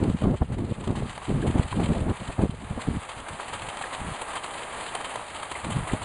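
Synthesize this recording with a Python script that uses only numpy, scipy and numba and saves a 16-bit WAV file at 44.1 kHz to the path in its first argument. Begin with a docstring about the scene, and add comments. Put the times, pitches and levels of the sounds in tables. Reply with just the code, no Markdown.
"""The runners of a dog sled hiss over packed snow, and crust crunches under runners and paws.
The snow is filtered noise and random clicks; breaking slabs add short notes, the sled floor a low drone.
Headwind buffets the bare microphone of a small camera on board: filtered noise in gusts, plus single thumps.
The wind fades as the microphone turns aside, and picks up again near the end."""
import sys
import numpy as np
from scipy import signal
from scipy.fft import rfft, irfft, next_fast_len
from scipy.io import wavfile
from scipy.ndimage import uniform_filter1d
from numba import njit

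SR = 44100
rng = np.random.default_rng(int(sys.argv[2]) if len(sys.argv) > 2 else 0)


def master(y):
    """Save y as 16-bit WAV."""
    cut = np.clip(np.atleast_2d(y).T, -1, 1)
    pcm = np.round(cut * 32767)  # scale
    wavfile.write(sys.argv[1], SR, pcm.astype(np.int16))


N = 266364  # length of the scene in samples

# Runners gliding on the snow, before the snow colours the sound.
# Each row: time in seconds, level in dB.
GLIDE = [(0.0, -33), (0.25, -33), (0.45, -38), (1.55, -27.5), (2.42, -29.5), (2.48, -36), (2.76, -30.5),
         (2.8, -28), (3.2, -28), (3.9, -24.5), (4.36, -25.5), (4.88, -23.5), (5.28, -26.5), (5.62, -27),
         (5.74, -23.5), (6.04, -26)]
# Crust breaking under runners and paws; the crunch level is before the snow colours the sound.
# Each row: start in seconds, crunch level in dB, note pitch in Hz, note peak in dB, rise scale in seconds.
CRUNCHES = [(0.037, -29.5, 810, -35, .003), (.213, -38, 1100, -40, 0.0068), (.237, -35, 1150, -29, .005),
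            (0.519, -34, 915, -42, 0.014), (.581, -34, 830, -41, 0.006), (0.837, -33.5, 905, -37, 0.01),
            (.874, -29.5, 930, -39, 0.0027), (.952, -33, 1020, -30, 0.017), (1.094, -33, 1930, -34, 0.012),
            (1.177, -26, 915, -32, 0.0024), (1.217, -35, 1130, -33, 0.018), (1.424, -43, 1610, -33, 0.0083),
            (1.464, -32, 826, -27, 0.012), (1.726, -33, 1050, -23, 0.0035),
            (1.797, -31, 820, -24.5, 0.0087), (2.411, -34, 697, -25, 0.015), (2.792, -36, 1040, -32, 0.032),
            (2.868, -39, 894, -38, 0.0074), (3.089, -30, 1080, -34, 0.0087),
            (3.265, -47, 1680, -32, 0.0035), (3.282, -25, 825, -47, 0.0069), (3.397, -33, 1050, -26, 0.019),
            (3.479, -31, 1040, -43, 0.0099), (3.527, -26, 1110, -31, 0.017),
            (3.619, -24.5, 864, -43, 0.0031), (3.685, -23, 885, -43, 0.0048),
            (3.769, -23, 848, -40, 0.0034), (3.811, -31, 834, -25, 0.0032), (3.838, -51, 1650, -25, 0.0046),
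            (3.868, -43, 964, -44, 0.0037), (3.924, -30, 970, -30, 0.012), (4.145, -35, 840, -33, 0.0042),
            (4.214, -23, 890, -27, 0.0058), (4.278, -35, 810, -40, 0.015), (4.332, -32, 900, -45, 0.0061),
            (4.352, -24, 1090, -46, 0.0099), (4.441, -29, 1120, -32, .006),
            (4.552, -38, 740, -29.5, 0.0056), (4.752, -38, 1020, -42, 0.031),
            (4.949, -16.5, 790, -24, 0.0036), (5.006, -31, 850, -36, 0.0079),
            (5.044, -29, 820, -30, 0.0044), (5.089, -32, 860, -45, 0.015), (5.137, -32, 900, -39, 0.0083),
            (5.156, -20.5, 870, -29, 0.0032), (5.429, -26.5, 1110, -34, 0.0054),
            (5.513, -19, 920, -36, 0.0054), (5.552, -28.5, 1990, -27, 0.015),
            (5.644, -27, 1150, -44, 0.0032), (5.701, -26, 920, -43, 0.0053), (5.871, -27, 975, -31, 0.014),
            (5.896, -40, 1960, -26, 0.033), (6.014, -32, 842, -39, .013)]
# Tone colour of the snow. 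Each row: frequency in Hz, gain in dB.
SNOW_COLOUR = [(150, -11), (350, -7), (600, -2.5), (900, -1), (1250, -1.5), (1500, -8), (1800, -6),
               (2600, -8), (3500, -9), (4600, -6.5), (5200, -5.5), (5900, -3.5), (6500, -6.5), (8000, -7.5),
               (10500, -0.5)]
# Ringing of frame and runners. Each row: centre in Hz, width in Hz, average gain in dB.
SLED_RINGS = [(844, 270, -11.5), (1605, 47, -6), (3117, 17, -4.5), (7600, 100, -6.5)]
# Where the small ice grains sound. Each row: centre in Hz, width in Hz.
TICK_BANDS = [(3300, 3560), (7700, 1500)]
# Small ice grains crack at random: average count, level setting over the glide, fade time in seconds.
TICKS_PER_S, TICK_DB, TICK_S = 30, -0.5, 0.0037
# Boost of the fine crackle, growing as the snow hardens.
BRIGHT_DB, BRIGHTER_DB_PER_S = 2.5, 0.5
RUMBLE_HZ, RUMBLE_DB = 50, -69  # runners drumming over the uneven track

# Gusts of headwind at the microphone.
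# Each row: start in seconds, length in seconds, level setting in dB, rough edge in dB over that level.
GUSTS = [(0.0, 0.12, -20, -17.5), (0.136, 0.025, -17.5, -21), (0.209, 0.15, -19, -13.5),
         (0.408, 0.028, -19.5, -11), (0.493, 0.062, -25.5, -16), (0.562, 0.097, -24.5, -19.5),
         (0.662, 0.071, -24.5, -12.5), (0.758, 0.076, -32.5, -12.5), (0.866, 0.2, -25.5, -15),
         (1.281, 0.254, -20, -19), (1.538, 0.096, -20, -13), (1.641, 0.027, -25, -18),
         (1.718, 0.164, -22, -15.5), (1.886, 0.047, -14.5, -13.5), (1.932, 0.12, -22.5, -11.5),
         (2.055, 0.077, -21, -14.5), (2.2, 0.043, -30, -14), (2.287, .02, -24, -9),
         (2.38, 0.09, -19.5, -13.5), (2.484, .07, -37, -7.5), (2.621, .04, -34, -33),
         (2.69, 0.055, -31.5, -12), (2.758, 0.035, -24.5, -11.5), (2.868, 0.123, -24, -21),
         (3.16, 0.091, -41.5, -12), (3.292, 0.064, -37, -18), (3.45, 0.26, -45, -16),
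         (3.986, 0.146, -31, -30), (5.631, 0.111, -29, -18), (5.736, .11, -27, -19),
         (5.915, 0.043, -26, -8)]
GUST_RISE_S, GUST_FALL_S = 0.024, 0.023
# Breeze between the gusts. Each row: time in seconds, level setting in dB.
BREEZE = [(0, -33.5), (1.2, -37.5), (2.3, -39.5), (2.95, -41), (3.05, -49.5), (5.3, -51), (5.6, -45),
          (6.04, -35)]
BREEZE_EDGE_DB = -18  # rough edge over the breeze level
# Single eddies that thump the membrane.
# Each row: start in seconds, strength in dB before shaping, pitch in Hz.
THUMPS = [(0.143, -21.5, 137), (0.236, -17.5, 89), (0.269, -7, 178), (0.308, -11, 170), (0.412, -11.5, 83),
          (0.871, -19, 159), (1.023, -19.5, 503), (1.029, -16, 136), (1.293, -16, 169), (1.459, -11, 305),
          (1.499, -10.5, 202), (1.554, -8.5, 187), (1.591, -9, 94), (1.801, -11, 218), (1.898, -13, 128),
          (1.916, -11, 157), (2.015, -14, 92), (2.091, -12, 134), (2.283, -21.5, 81), (2.435, -6.5, 225),
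          (2.492, -17, 133), (2.706, -17.5, 112), (2.884, -13, 186), (2.967, -21, 120), (4.013, -22, 149),
          (5.764, -15, 137), (5.834, -31, 92), (5.933, -10.5, 185)]

AVERAGE = 8  # samples that the converter averages
TOP_HZ = 10900  # the converter cuts what lies above


def undb(db):
    """Turns dB into a plain gain."""
    return 10 ** (np.asarray(db) / 20)


def level(x, db):
    """Scales x to an average (RMS) level in dB."""
    return x * undb(db) / np.sqrt(np.mean(x ** 2))


def curves(table):
    """Draws straight lines between the rows of a table, one curve for each column after the time."""
    s, *columns = np.transpose(table)
    return [np.interp(np.arange(N) / SR, s, column) for column in columns]


@njit
def svf(x, hz, damp):
    """State-variable filter with a moving centre: gives band-pass and low-pass."""
    band_out, low_out = np.empty(len(x)), np.empty(len(x))
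    b, l = 0., 0.
    for i in range(len(x)):
        g = np.tan(np.pi * hz[i] / SR)
        v = (b + g * (x[i] - l)) / (1 + g * (g + damp))
        band_out[i] = damp * v
        low_out[i] = l + g * v
        b, l = 2 * v - b, l + 2 * g * v
    return band_out, low_out


def band(x, hz, width):
    """Keeps one fixed band of x."""
    return svf(x, np.full(len(x), 1. * hz), width / hz)[0]


def high_pass(x, order, hz):
    """Removes what lies below hz."""
    return signal.sosfilt(signal.butter(order, hz, "high", fs=SR, output="sos"), x)


def walk(rate):
    """Random wandering: values held for 1 / rate seconds, then smoothed twice."""
    hold = int(SR / rate)
    steps = np.repeat(rng.standard_normal(N // hold + 1), hold)
    return 0.95 * uniform_filter1d(uniform_filter1d(steps, hold), hold)[:N]


def colour(x, points):
    """Shapes the spectrum of x with gains in dB at given frequencies."""
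    hz, db = np.transpose(points)
    size = next_fast_len(N)
    f = np.maximum(np.fft.rfftfreq(size, 1 / SR), 1)
    gain = undb(np.interp(np.log(f), np.log(hz), db))
    return irfft(rfft(x, size) * gain, size)[:N]


def grains(per_s, scatter_db):
    """Sparse clicks of either sign and uneven size."""
    chance, side = rng.random((2, N))
    size = undb(scatter_db * np.clip(rng.standard_normal(N), -2, 2))
    return (chance < per_s / SR) * np.sign(side - 0.5) * size


def snow():
    """Crystals shatter under the runners: a dense glide, uneven patches, and loud breaks of the crust."""
    glide_db = curves(GLIDE)[0]
    crystals = rng.standard_normal(N) + 0.5 * level(grains(1500, 4.8), 0)
    patches_db = 0.38 * walk(10) + 1.28 * walk(45)
    ticks = crystals * tick_envelope(glide_db)
    breaks = crystals * crunch_envelope() + sum(band(ticks, hz, width) for hz, width in TICK_BANDS)
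    # hard crust cracks brighter than loose snow, and knocks the runners
    bright_crack = undb(-3.0) * band(breaks, 5250, 5700)
    breaks = breaks + bright_crack
    knock = undb(1.0) * band(breaks - bright_crack, 3100, 180)
    force = crystals * undb(glide_db + patches_db) + breaks + knock
    sound = colour(force + sled_ring(force), SNOW_COLOUR)
    # grain size changes along the track, so coarse and fine crackle flicker apart
    coarse_change = band(sound, 4300, 1600) * (undb(1.76 * walk(40)) - 1)
    bright_db = BRIGHT_DB + BRIGHTER_DB_PER_S * np.arange(N) / SR
    fine_gain = undb(bright_db + 1.1 * walk(35))
    return sound + coarse_change + (fine_gain - 1) * high_pass(sound, 4, 5500)


def crunch_envelope():
    """Loudness of all crunches: the break spreads for some milliseconds, then the crumbs die away."""
    envelope = np.zeros(N + SR)
    t = np.arange(SR // 5) / SR
    for s, db, _, _, rise_s in CRUNCHES:
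        i = int(s * SR)
        u = t / max(rise_s, 0.001)
        envelope[i:i + len(t)] += undb(db) * u * np.exp((1 - u ** 1.27) / 0.86)
    return envelope[:N]


def tick_envelope(glide_db):
    """Loudness of cracking ice grains: each random click swells and fades, following the glide."""
    fade = np.exp(-1 / (TICK_S * SR))
    clicks = np.abs(grains(TICKS_PER_S, 2.0))
    # filtering both ways smooths each click forward and backward in time
    smooth = signal.filtfilt([1], [1, -fade], clicks) * (1 - fade ** 2)
    return smooth * undb(glide_db + TICK_DB)


def sled_ring(force):
    """Frame and runners ring when shaken; each part is shaken by its own bumps."""
    return sum(undb(db + 2.5 * walk(30)) * band(force, hz, width) for hz, width, db in SLED_RINGS)


def notes():
    """Each breaking slab rings for a moment on a pitch of its own, with an unsteady tone."""
    out = np.zeros(N + SR)
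    t = np.arange(SR // 40) / SR
    u = t / 0.0022  # the note peaks after 2.2 ms
    wobbles = rng.standard_normal((len(CRUNCHES), len(t)))
    for (s, _, hz, db, _), wobble in zip(CRUNCHES, wobbles):
        i = int(s * SR)
        phase = 2 * np.pi * hz * t + 0.13 * np.cumsum(wobble)
        out[i:i + len(t)] += undb(db) * u * np.exp(1 - u) * np.sin(phase)
    return out[:N]


def rumble():
    """The runners drum over the uneven track: a low, wavering drone through the sled floor."""
    drone = band(rng.standard_normal(N), RUMBLE_HZ, 60)
    return level(drone * undb(2.6 * walk(5)), RUMBLE_DB)


def wind():
    """Eddies of uneven size push the membrane, faster in strong gusts; small ones ride on as a rough edge."""
    gain, edge_gain = gusts()
    gain_db = 20 * np.log10(gain)
    hz = np.clip(150 * undb(0.26 * (gain_db + 35.5) + 2.8 * walk(30)), 40, 900)
    push = level(grains(600, 3.74), 0) + 0.45 * rng.standard_normal(N)
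    # two low-passes in a row leave the deep push
    body = svf(svf(push, hz, 1.9)[1], 1.22 * hz, 0.75)[1]
    body = high_pass(body, 2, 40) / np.sqrt(hz)
    # a band-pass and two low-passes leave the rough edge
    edge = svf(push, 2.22 * hz, 0.31)[0]
    edge = svf(edge, 6.2 * hz, 2.26)[1]
    edge = svf(edge, 7 * hz, 1.34)[1] / np.sqrt(hz)
    flutter = undb(1.4 * walk(26.02))
    return flutter * (gain * level(body, -5.5) + edge_gain * level(edge, 0))


def gusts():
    """Each gust rises and falls over the breeze; gives the gain of the wind and of its rough edge."""
    t = np.arange(N) / SR
    gain = undb(curves(BREEZE)[0])
    edge = gain * undb(BREEZE_EDGE_DB)
    for s, length_s, db, edge_db in GUSTS:
        rise = (t - s) / GUST_RISE_S
        fall = (s + length_s - t) / GUST_FALL_S
        # start and end lie halfway up the ramps
        shape = np.clip(np.minimum(rise, fall) + 0.5, 0, 1) ** 2
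        gain = gain + undb(db) * shape
        edge = edge + undb(db + edge_db) * shape
    return gain, edge


def thumps():
    """Single eddies hit the membrane: each is about one cycle of pressure, inward first."""
    out = np.zeros(N + SR)
    for s, db, hz in THUMPS:
        turn = np.arange(int(2.5 * SR / hz)) * hz / SR  # cycles since the start
        i = int(s * SR)
        swell = np.exp(-((turn - 0.6) / 0.34) ** 2)
        out[i:i + len(turn)] -= undb(db) * np.sin(2 * np.pi * turn) * swell
    return out[:N]


def scene():
    """Adds all the sources into one channel."""
    return (snow() + notes() + rumble() + wind() + thumps())[None]


def record(dry):
    """The converter averages neighbouring samples, which leaves a notch mid-treble, and cuts the top."""
    smooth = signal.lfilter(np.ones(AVERAGE) / AVERAGE, 1, dry)
    return signal.sosfilt(signal.ellip(12, 0.2, 70, TOP_HZ, fs=SR, output="sos"), smooth)


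dry = scene()
out = record(dry)
master(out)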